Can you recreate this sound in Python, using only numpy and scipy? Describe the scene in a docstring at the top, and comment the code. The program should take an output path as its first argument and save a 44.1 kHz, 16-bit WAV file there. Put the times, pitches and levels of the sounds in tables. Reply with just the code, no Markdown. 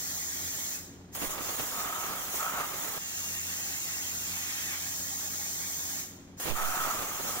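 """Cold air hisses from a plasma torch over a workshop hum, then bleeds away; the torch cuts steel plate twice.
Air, arc and kerf are coloured noise at two microphone ports; hum, drones and whistle are wavering tones.
Each arc strikes with a snap, pierces, sputters and roars; the cold jet hisses and whistles between the cuts.
The blast pushes mostly on the right port; gain control ducks the whole sound when it is loud."""
import sys
import numpy as np
from scipy import signal
from scipy.fft import rfft, irfft
from scipy.io import wavfile
from scipy.ndimage import uniform_filter1d

SR = 44100
rng = np.random.default_rng(int(sys.argv[2]) if len(sys.argv) > 2 else 0)


def master_out(mix):
    """Clip the mix to full scale and print it as 16-bit PCM to the path in sys.argv[1]."""
    frames = np.transpose(np.atleast_2d(mix))
    ceiling = np.clip(frames, -1, 1)
    pcm = np.round(ceiling * 32767).astype(np.int16)
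    wavfile.write(sys.argv[1], SR, pcm)


N = 326340
TIME = np.arange(N) / SR
FRAME, HOP = 512, 128  # samples
FRAME_S = np.arange(N // HOP + 5) * HOP / SR
BIN_HZ = np.fft.rfftfreq(FRAME, 1 / SR)


def gain_of(db):
    """Decibels to amplitude."""
    return 10 ** (np.asarray(db) / 20)


def evened(x):
    """Scales to rms 1."""
    return x / np.sqrt(np.mean(x ** 2) + 1e-20)


def curve(table, t):
    """Linear interpolation of a two-column table over time."""
    return np.interp(t, *np.transpose(table))


def read(table, hz):
    """Every column of a spectrum table, interpolated over log frequency."""
    table_hz, *columns = np.transpose(table)
    return [np.interp(np.log(hz + 1), np.log(table_hz + 1), column) for column in columns]


def wander(hz):
    """Slow random modulation of rms 1, up to about hz."""
    f = np.fft.rfftfreq(N, 1 / SR)
    spectrum = rfft(rng.standard_normal(N)) / (1 + (f / hz) ** 4)
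    return evened(irfft(spectrum, N))


def gate(start, end, rise, fall):
    """One between two times, with straight ramps; the fall is centred on the end."""
    return np.clip((TIME - start) / rise, 0, 1) * np.clip((end - TIME) / fall + .5, 0, 1)


def bell(centre_hz, octaves):
    """A smooth band on the frame bins."""
    return np.exp(-.5 * (np.log2((BIN_HZ + 1) / centre_hz) / octaves) ** 2)


def bursts(table):
    """Gaussian amplitude swells from rows of time, level and half length."""
    return sum(gain_of(db) * np.exp(-.5 * ((TIME - s) / half_s) ** 2) for s, db, half_s in table)


# Torch nearer the left port. Each row: frequency in Hz, left lead in radians.
PORT_LEAD = [(100, 0), (850, .1), (1300, 1.2), (1850, 1.6), (2300, 3.1), (3000, 3.15), (4800, 3.1),
             (5600, 2.3), (6400, 2.5), (7500, 3.5), (8600, 3.9), (9300, 6.2), (9900, 6.8), (10500, 9.4),
             (10850, 9.4), (11150, 12.4), (12300, 13.2), (13500, 14.8), (14100, 13.5), (15400, 15.6)]
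# Colour of the ports. Each row: frequency in Hz, width in Hz, lift in dB.
PORT_RESONANCES = [(10600, 400, -3), (15450, 600, 1), (15300, 400, -2)]


def port_noise(table, band_hz, modes=()):
    """Turbulence as the two ports hear it; their mean has rms 1 within the band."""
    hz = np.fft.rfftfreq(N, 1 / SR)
    left_db, right_db, likeness = read(table, hz)
    likeness = np.clip(likeness, 0, 1)
    common, other = rfft(rng.standard_normal((2, N)))
    right = likeness * common + np.sqrt(1 - likeness ** 2) * other
    right = right * np.exp(-1j * read(PORT_LEAD, hz)[0])
    lift_db = sum(db / (1 + (2 * (hz - f) / width) ** 2) for f, width, db in [*modes, *PORT_RESONANCES])
    ports = np.array([common * gain_of(left_db), right * gain_of(right_db)]) * gain_of(lift_db)
    in_band = (hz > band_hz[0]) * (hz < band_hz[1])
    return irfft(ports, N) / np.std(irfft(ports.mean(0) * in_band, N))


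def swirl(x, field_db, patchy_db):
    """Lays a moving colour and narrow random eddies, some 250 Hz by 40 ms, on a sound."""
    z = signal.stft(x, nperseg=FRAME, noverlap=FRAME - HOP)[2]
    eddies = rng.standard_normal((len(FRAME_S), len(BIN_HZ)))
    eddies = uniform_filter1d(eddies, size=14, axis=0)
    eddies = evened(uniform_filter1d(eddies, size=3, axis=1))
    z = z * gain_of(field_db + patchy_db * eddies).T[:, :z.shape[-1]]
    return signal.istft(z, nperseg=FRAME, noverlap=FRAME - HOP)[1][:, :N]


# Each row: gas valve opens in seconds, arc strikes in seconds, arc goes out in seconds.
CUTS = [(1.119, 1.149, 2.985), (6.369, 6.398, 7.5)]
# Valve shuts off the cooling air. Each entry: time in seconds.
AIR_SHUT_OFFS = [0.75, 6.005]
BLEED_S, BLEED_DB_PER_DECADE = 0.17, 70


def pressure_db(t):
    """Air pressure: full while the valve is open, bleeding away from each shut-off to the next strike."""
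    shut_s = sum(np.maximum(t - shut, 0) * (t < strike) for shut, (_, strike, _) in zip(AIR_SHUT_OFFS, CUTS))
    return -BLEED_DB_PER_DECADE * np.log10(1 + shut_s / BLEED_S)


# Torch travel over the fresh slot. Each row: time in seconds, meeting from 0 (bare plate) to 1 (on the edge).
SLOT_MEETING = [(1.1, .15), (3, 0.45), (3.5, 0.46), (4.2, 0.43), (4.35, 0.61), (4.55, 0.95), (4.67, 0.7),
                (4.705, 0.97), (4.745, 1), (4.78, 0.66), (4.95, 0.14), (5.7, 0.18), (6, 0.17)]


def over_slot(t):
    """How squarely the cold jet meets the slot, 0 to 1."""
    return np.clip(curve(SLOT_MEETING, t), 0, 1)


# Cold jet spectrum. Each row: frequency in Hz, left in dB, right in dB, left-right likeness from 0 to 1.
AIR_SPECTRUM = [(120, -38, -41, .99), (480, -20, -17.5, 0.79), (750, -16, -15, 1), (1090, -17.5, -14, 0.49),
                (2130, -14, -9.5, 0.35), (2380, -11.5, -12.5, 0.38), (2460, -22, -11.5, 1),
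                (2840, -15, -15, 0.93), (3180, -13, -10.5, 0.17), (4400, -7.5, -15.5, 0.26),
                (4680, -12.5, -8.5, 0.27), (5370, -5, -12, 0.17), (5950, -1, -9, 0.52),
                (6700, 1, 0.5, 0.74), (6920, -5.5, -1.5, 0.55), (7450, -7.5, 0, 0.62),
                (7870, -7, -8.5, .25), (8200, -10.5, -6.5, 0.32), (8900, -17, -6, .2),
                (9300, -17.5, -9, 0.22), (10300, -13, -12, .2), (10750, -14, -15, 0.47),
                (10970, -18.5, -12, .3), (12800, -7.5, -7.5, .3), (13800, -6.5, -7, .2),
                (14900, -7.5, -3.5, 0.29)]
# Gap under the torch. Each row: resonance in Hz, width in Hz, lift in dB.
GAP_RESONANCES = [(780, 190, 4), (1860, 280, 2.5), (6670, 250, 3), (5150, 200, 4), (7160, 140, 1)]
AIR_DB, PREFLOW_DB = -41.5, -53
RUSH_DB, FIZZ_DB = 9.5, 4  # mid-band and treble lift squarely on the slot edge


def air(burning):
    """Cold air turbulence from the nozzle; as pressure bleeds off, the treble dies first."""
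    sag_db = pressure_db(FRAME_S)[:, None]
    dulling_db = np.minimum(sag_db + 10.5, 0) * (((BIN_HZ + 1) / 6500) ** 0.43 - 1)
    edge_db = RUSH_DB * bell(1870, 0.94) + FIZZ_DB * bell(10800, 0.24)
    rush_db = over_slot(FRAME_S)[:, None] ** 2 * edge_db
    jet = port_noise(AIR_SPECTRUM, (5000, 8000), GAP_RESONANCES)
    eddy_db = 1.36 + 2.15 * bell(2470, .5)
    flow = swirl(jet, AIR_DB + sag_db + dulling_db + rush_db, patchy_db=eddy_db)
    flow = flow * gain_of(.2 * wander(30))
    preflow = sum(gate(valve, strike, 0.025, .004) for valve, strike, _ in CUTS)
    return flow * (1 - burning) + gain_of(PREFLOW_DB) * preflow * jet


# Cold jet whistle. Each row: time in seconds, pitch in Hz, level at full pressure in dB.
WHISTLE_TRACK = [(0, 2580, -67), (.7, 2640, -59), (3, 2740, -46), (3.2, 2740, -43.5), (4.15, 2710, -46.5),
                 (4.4, 2680, -43), (4.72, 2650, -44), (4.8, 2620, -55), (5.2, 2640, -62), (5.5, 2550, -59),
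                 (6, 2650, -56)]
WHISTLE_WIDTH_HZ, WHISTLE_WAVER_HZ, WHISTLE_LEAD_RAD = 150, 18, 2.7


def whistle(burning):
    """A breathy, wavering resonance of the cold jet, reaching the ports in nearly opposite phase."""
    times, pitch_hz, level_db = np.transpose(WHISTLE_TRACK)
    offset_hz = np.fft.fftfreq(N, 1 / SR)
    a, b = rng.standard_normal((2, N))
    ring = np.fft.ifft((a + 1j * b) / (1 + (2 * offset_hz / WHISTLE_WIDTH_HZ) ** 2))
    turns = np.cumsum(np.interp(TIME, times, pitch_hz) + WHISTLE_WAVER_HZ * wander(6.4)) / SR
    left = ring * np.exp(2j * np.pi * turns)
    tone = evened(np.real([left, left * np.exp(-1j * WHISTLE_LEAD_RAD)]))
    tone_db = np.interp(TIME, times, level_db) + pressure_db(TIME) + 0.65 * wander(16.0)
    return tone * gain_of(tone_db) * (1 - burning)


# Machine hum. Each row: multiple of the shaft rate, rms before the swell in dB.
HUM_LINES = [(1, -56), (2, -60.5), (3, -61), (4, -64.5)]
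SHAFT_HZ = 90
# Each row: time in seconds, swell of the lowest hum line in dB.
HUM_SWELL = [(0, -2.5), (.45, 3.5), (.75, -4.5), (1.1, 3), (2.3, -7), (3, -4), (3.5, 5.5), (3.9, -1.5),
             (4.25, 2), (4.5, 0), (5.7, 0.5), (6.2, -2), (7.4, -1)]
# Mains and other machines. Each row: frequency in Hz, rms in dB.
DRONES = [(60, -69), (186, -64), (225, -68), (235.5, -64.5), (281.2, -65)]
# Room rumble spectrum. Each row: frequency in Hz, left in dB, right in dB, left-right likeness from 0 to 1.
ROOM_SPECTRUM = [(25, -10, -10, .9), (55, -5, -5, .9), (130, -2, -2, .9), (230, -1, -1, .85),
                 (330, -2, -3, .8), (480, -9, -9, .7), (800, -15, -14, .5), (1500, -21, -19, .3),
                 (3000, -26, -24, .1), (6500, -29, -30, .05), (10000, -42, -42, .05), (15000, -41, -41, .1)]
# Low room resonances. Each row: frequency in Hz, width in Hz, lift in dB.
ROOM_RESONANCES = [(157, 18, 5), (244, 11, -6.5)]


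def workshop():
    """Hum harmonics and steady tones in the room's rumble; the swell moves the lowest line most."""
    turns = np.cumsum(SHAFT_HZ * (1 + .003 * wander(3))) / SR
    tones, swell_db = np.zeros(N), curve(HUM_SWELL, TIME)
    for k, db in HUM_LINES:
        phase = 2 * np.pi * (k * turns + rng.random()) + .12 * wander(10)
        tones += np.sqrt(2) * gain_of(db + swell_db / k + 2.0 * wander(13)) * np.sin(phase)
    for hz, db in DRONES:
        phase = 2 * np.pi * (hz * TIME + rng.random()) + .5 * wander(3.3)
        tones += np.sqrt(2) * gain_of(db) * np.sin(phase)
    rumble = port_noise(ROOM_SPECTRUM, (30, 16000), ROOM_RESONANCES)
    return tones * gain_of([[.3], [-.7]]) + gain_of(-53.5 + 1.0 * wander(34)) * rumble


def shock(s):
    """One small shock wave: a sharp push and a weaker pull."""
    u = np.maximum(TIME - s, 0) / 0.00024
    return (u > 0) * (1 - u) * np.exp(-u)


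def ignition():
    """Each strike is one small shock wave and a short flare of noise, 1 ms after the arc starts."""
    snaps_s = [strike + .001 for _, strike, _ in CUTS]
    snap = sum(shock(s) for s in snaps_s)
    flare = sum((TIME > s) * np.exp(-abs(TIME - s) / .003) for s in snaps_s)
    return gain_of(-22) * snap + gain_of(-33) * flare * rng.standard_normal((2, N))


# Hot jet spectrum. Each row: frequency in Hz, left in dB, right in dB, left-right likeness from 0 to 1.
ARC_SPECTRUM = [(100, -15.5, -11, .63), (300, -19.5, -7.5, 0.24), (704, -5.5, -6.5, 0.53),
                (1960, -10.5, -3.5, 0.26), (2400, -13, -4.5, 0.58), (2830, -5.5, -22, 1),
                (3170, -10, -5, .15), (4050, -7, -13, 0.39), (4500, -12.5, -10, 0.3),
                (5440, -5.5, -10.5, .1), (6750, 1, -1, 0.16), (7300, -2.5, -0.5, .35), (7850, -10, -5, .2),
                (8500, -11.5, -7, .2), (10200, -11.5, -5.5, .2), (10750, -8, -9.5, .5), (11800, -9, -6, .2),
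                (12500, -7, -5, .2), (13600, -6.5, -8, .15), (14670, -0.5, 2, 0.47)]
# Nozzle band against the sizzle. Each row: time in seconds, level in dB.
NOZZLE_BAND = [(1.16, -3), (1.32, 1), (1.38, 0), (1.48, 3), (1.68, 0.5), (1.83, 0), (2.37, -0.5),
               (2.46, -1), (2.97, 0), (6.4, -5), (6.65, 1.5), (7.25, 0), (7.31, 3.5), (7.4, 3)]
# Arc falters breaking through the plate and surges along the cut.
# Each row: time in seconds, half length in seconds, change in dB.
FALTERS = [(1.184, 0.02, -5.5), (1.291, 0.0093, -6), (1.383, 0.038, -6.5), (1.813, 0.068, 3.2),
           (2.36, 0.039, 4), (6.535, 0.027, -2.5)]
SIZZLE_DB, SIZZLE_FLUTTER_DB, NOZZLE_FLUTTER_DB = -36, 0.76, 0.15
PIERCE_S, PIERCE_DB, PIERCE_BRIGHT_DB = .16, 4.2, 6


def arc():
    """Hot jet turbulence sizzles and flutters; it is louder and brighter while it pierces."""
    t = FRAME_S[:, None]
    piercing = sum((t > valve) * np.exp(-((t - strike) / PIERCE_S) ** 2) for valve, strike, _ in CUTS)
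    nozzle_db = curve(NOZZLE_BAND, t) + NOZZLE_FLUTTER_DB * np.interp(t, TIME, wander(8.6))
    pierce_db = piercing * (PIERCE_DB + PIERCE_BRIGHT_DB * bell(9500, 0.14))
    field_db = nozzle_db * bell(6900, 0.85) + pierce_db
    falter_db = sum(db * np.exp(-((TIME - s) / half_s) ** 2) for s, half_s, db in FALTERS)
    flutter_db = SIZZLE_FLUTTER_DB * wander(4.7) + 0.5 * wander(45)
    jet = port_noise(ARC_SPECTRUM, (11000, 16000))
    eddy_db = 1.2 + 2.2 * bell(3800, .6)
    return swirl(jet, field_db, patchy_db=eddy_db) * gain_of(SIZZLE_DB + falter_db + flutter_db)


def crackle():
    """Sparks tick on the steel at random, some 70 a second, a few of them large."""
    size = gain_of(3.5 * np.minimum(rng.exponential(1, N), 4.5)) * (rng.random(N) < 70 / SR)
    t = TIME[:round(.01 * SR)]
    tick = rng.standard_normal((2, len(t))) * np.exp(-t / 0.00041)
    return gain_of(-58) * signal.oaconvolve(size[None], tick, axes=1)[:, :N]


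# Slot roar spectrum. Each row: frequency in Hz, left in dB, right in dB, left-right likeness from 0 to 1.
KERF_SPECTRUM = [(50, -44, -34, .5), (150, -13, -42, .5), (446, -16, -23, 0.65), (730, -3, -5, 1),
                 (970, -8.5, -5.5, 0.72), (1245, -2, 0, 0.96), (1380, -7, -5.5, 1), (1690, -8.5, -7, 0.38),
                 (2650, -13.5, -14.5, 0.3), (4970, -24.5, -35, 0.22)]
# Each row: kerf resonance in Hz, width in Hz, lift in dB.
KERF_RESONANCES = [(745, 80, 2.8), (920, 24, 7), (1140, 100, 1.5), (1295, 48, 6), (1375, 35, 3.5)]
# Jet across the cut edge. Each row: time in seconds, roar in dB before the grazing factor and lift.
ROAR = [(1.155, -49), (1.32, -43.5), (1.68, -45), (1.8, -39.5), (2.14, -40.5), (2.29, -47), (2.38, -45),
        (2.41, -36.5), (2.52, -37.5), (2.615, -33), (2.68, -44.5), (2.97, -44.5), (6.41, -54), (6.545, -46),
        (6.565, -36), (6.9, -34.5), (6.97, -41), (7.25, -43.5), (7.31, -41.5)]
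# Main resonance as the slot opens. Each row: time in seconds, pitch in Hz.
KERF_PITCH = [(1.7, 1160), (2.1, 1270), (2.38, 1300), (2.47, 1380), (2.62, 1270), (2.97, 1260),
              (6.56, 1220), (6.68, 1420), (6.88, 1380), (7, 1230)]


def kerf():
    """The jet roars in the slot it cuts; the harder it grazes the edge, the more a shifting resonance stands out."""
    roar_db = curve(ROAR, TIME)
    grazing = np.clip((roar_db + 51.5) / 11, .05, 1)
    centre_hz = curve(KERF_PITCH, FRAME_S)[:, None]
    lift_db = np.clip(.5 * (np.interp(FRAME_S, TIME, roar_db)[:, None] + 49.5), 0, 6)
    jet = port_noise(KERF_SPECTRUM, (900, 1700), KERF_RESONANCES)
    roar = swirl(jet, lift_db * (bell(centre_hz, .11) - .55), patchy_db=1.5)
    return roar * grazing * gain_of(roar_db + 5.5 + 0.58 * wander(29) + 0.22 * wander(69))


# Big spurts of molten metal. Each row: peak in seconds, level in dB, half length in seconds.
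BIG_SPURTS = [(1.176, -38, 0.0052), (1.227, -30.5, 0.01), (1.244, -33, 0.013), (1.386, -34.5, 0.008),
              (1.42, -40, 0.011), (1.483, -39.5, 0.03), (1.6, -29.5, 0.0083), (1.638, -39, 0.0032),
              (1.9, -48, 0.0046), (1.972, -43, 0.0047), (2.13, -37, .008), (2.539, -39, .005),
              (2.603, -34.5, .011), (2.745, -36.5, 0.016), (2.85, -37.5, .005), (2.977, -35.5, .004),
              (6.477, -29, 0.019), (6.509, -29.5, 0.0095), (6.993, -34, 0.0096), (7.031, -33.5, 0.011),
              (7.303, -37, 0.0088)]
# Melt spray spectrum. Each row: frequency in Hz, left in dB, right in dB, left-right likeness from 0 to 1.
SPUTTER_SPECTRUM = [(30.6, -2, 2, 0.31), (125, -9, 8.5, 1), (343, 4, 9.5, 0.39), (740, -8.5, 8.5, 0.92),
                    (1520, -8, -0.5, 0.73), (2670, -3, 1, 0.25), (8000, -14, -15.5, 0.13),
                    (15000, -9, -24, .2)]
SPURTS_PER_S, SPURT_DB, SPURT_S = 6, -45.5, 0.0057  # small random spurts


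def sputter():
    """Melt leaves in big spurts and small random ones over fluctuating light spitting; their powers add."""
    big = sum(gain_of(db) ** 2 * np.exp(-((TIME - s) / half_s) ** 2) for s, db, half_s in BIG_SPURTS)
    spurt = np.exp(-((TIME[:SR // 10] - .05) / SPURT_S) ** 2)
    starts = 1. * (rng.random(N) < SPURTS_PER_S / SR)
    small = gain_of(SPURT_DB) ** 2 * abs(signal.oaconvolve(starts, spurt, "same"))
    spitting = gain_of(-44.5 + 3.9 * wander(39)) ** 2
    spray = port_noise(SPUTTER_SPECTRUM, (100, 3000))
    return spray * np.sqrt(big + small + spitting) * gain_of(0.95 * wander(170))


# Jet thrown back by the plate. Each row: peak in seconds, level before port gain in dB, half length in seconds.
THUMPS = [(1.213, -46, 0.02), (1.615, -50, 0.0084), (6.493, -36, 0.023)]


def thumps():
    """Short bursts of low turbulence, stronger on the right port."""
    band = signal.butter(2, [35, 160], "band", fs=SR, output="sos")
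    low = signal.sosfilt(band, rng.standard_normal((3, N)))
    return bursts(THUMPS) * evened(low[:2] + low[2]) * gain_of([[-4], [2]])


# Each row: start in seconds, right-port push before rise and decay in dB, swing in Hz, decay in seconds.
GUSTS = [(1.264, -18, 8, 0.026), (6.497, -13.5, 2.86, 0.18)]


def gusts():
    """The piercing blast pushes on the right port, which swings slowly back; the left gets 24 dB less."""
    push = np.zeros(N)
    for s, db, hz, decay_s in GUSTS:
        age = np.maximum(TIME - s, 0)
        swing = np.cos(2 * np.pi * hz * age) * np.exp(-age / decay_s)
        push += gain_of(db) * (1 - np.exp(-age / 0.024)) * swing
    return push * gain_of([[-24], [0]])


# Single bursting drops. Each row: time in seconds, level in dB.
POPS = [(1.419, -23), (1.8, -21), (2.359, -24), (6.642, -22)]


def pops():
    """Drops of melt burst in the cut, each an inverted shock wave."""
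    return -sum(gain_of(db) * shock(s) for s, db in POPS)


# Cold jet crossing the slot edge. Each row: peak in seconds, level in dB, half length in seconds.
CHUFFS = [(4.55, -51, .07), (4.73, -44, .028)]


def chuffs():
    """Short swells of mid-band turbulence from the edge of the slot."""
    band = signal.butter(2, [1250, 2750], "band", fs=SR, output="sos")
    rush = signal.sosfilt(band, rng.standard_normal((3, N)))
    return bursts(CHUFFS) * evened(rush[:2] + 0.72 * rush[2])


ECHO_DRIFT_S, ECHO_DRIFT_HZ = .00005, 0.91  # torch travel and microphone sway


def reflections(x, echo_db):
    """Early echoes from plate and gantry comb the hiss; their paths drift, differently at each port."""
    echoes = np.zeros((2, N))
    for port, sound in zip(echoes, x):
        for delay_s in rng.uniform(.001, .006, size=4):
            path_s = delay_s + ECHO_DRIFT_S * wander(ECHO_DRIFT_HZ)
            port += rng.choice([-.5, .5]) * np.interp(TIME - path_s, TIME, sound)
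    echoes = signal.sosfilt(signal.butter(1, 1800, "high", fs=SR, output="sos"), echoes)
    return (x + gain_of(echo_db) * echoes) / np.hypot(1, gain_of(echo_db))


def hall(x, t60_s):
    """The diffuse tail of the workshop, unrelated at the two ports and dull in the treble."""
    t = TIME[:SR // 2]
    tail = rng.standard_normal((2, len(t))) * (t > .012) * gain_of(-60 * t / t60_s)
    tail /= np.linalg.norm(tail[0])
    tail = signal.sosfilt(signal.butter(2, 4000, fs=SR, output="sos"), tail)
    return signal.oaconvolve(x, tail, axes=1)[:, :N]


def scene():
    """Air and arc take turns over the workshop hum."""
    burning = sum(gate(strike, out, 0.0025, 0.008) for _, strike, out in CUTS)
    hiss = air(burning) + burning * (arc() + crackle())
    torch = reflections(hiss, echo_db=-14)
    melt = burning * (kerf() + sputter() + pops())
    tail = gain_of(-14.5) * hall(melt + gain_of(3.5) * torch, t60_s=0.49)
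    return torch + whistle(burning) + workshop() + ignition() + melt + tail + thumps() + gusts() + chuffs()


THRESHOLD_DB, DUCK_RANGE_DB, RECOVERY_DB_PER_S = -32.5, 7.0, 20.0
BAND_LIMIT_HZ = 15790


def record(dry):
    """Gain control of limited range falls quickly and recovers slowly; then the band limit."""
    power = abs(uniform_filter1d((dry ** 2).mean(0), size=400))
    power_db = 10 * np.log10(power + 1e-12)
    over_db = np.clip(power_db - THRESHOLD_DB, 0, DUCK_RANGE_DB)
    recovery_db = TIME * RECOVERY_DB_PER_S
    held_db = np.maximum.accumulate(over_db + recovery_db) - recovery_db
    ducked = dry / gain_of(uniform_filter1d(held_db, size=200))
    low_pass = signal.firwin(611, BAND_LIMIT_HZ, window=("kaiser", 8), fs=SR)
    return signal.oaconvolve(ducked, low_pass[None], "same")


dry = scene()
out = record(dry)
master_out(out)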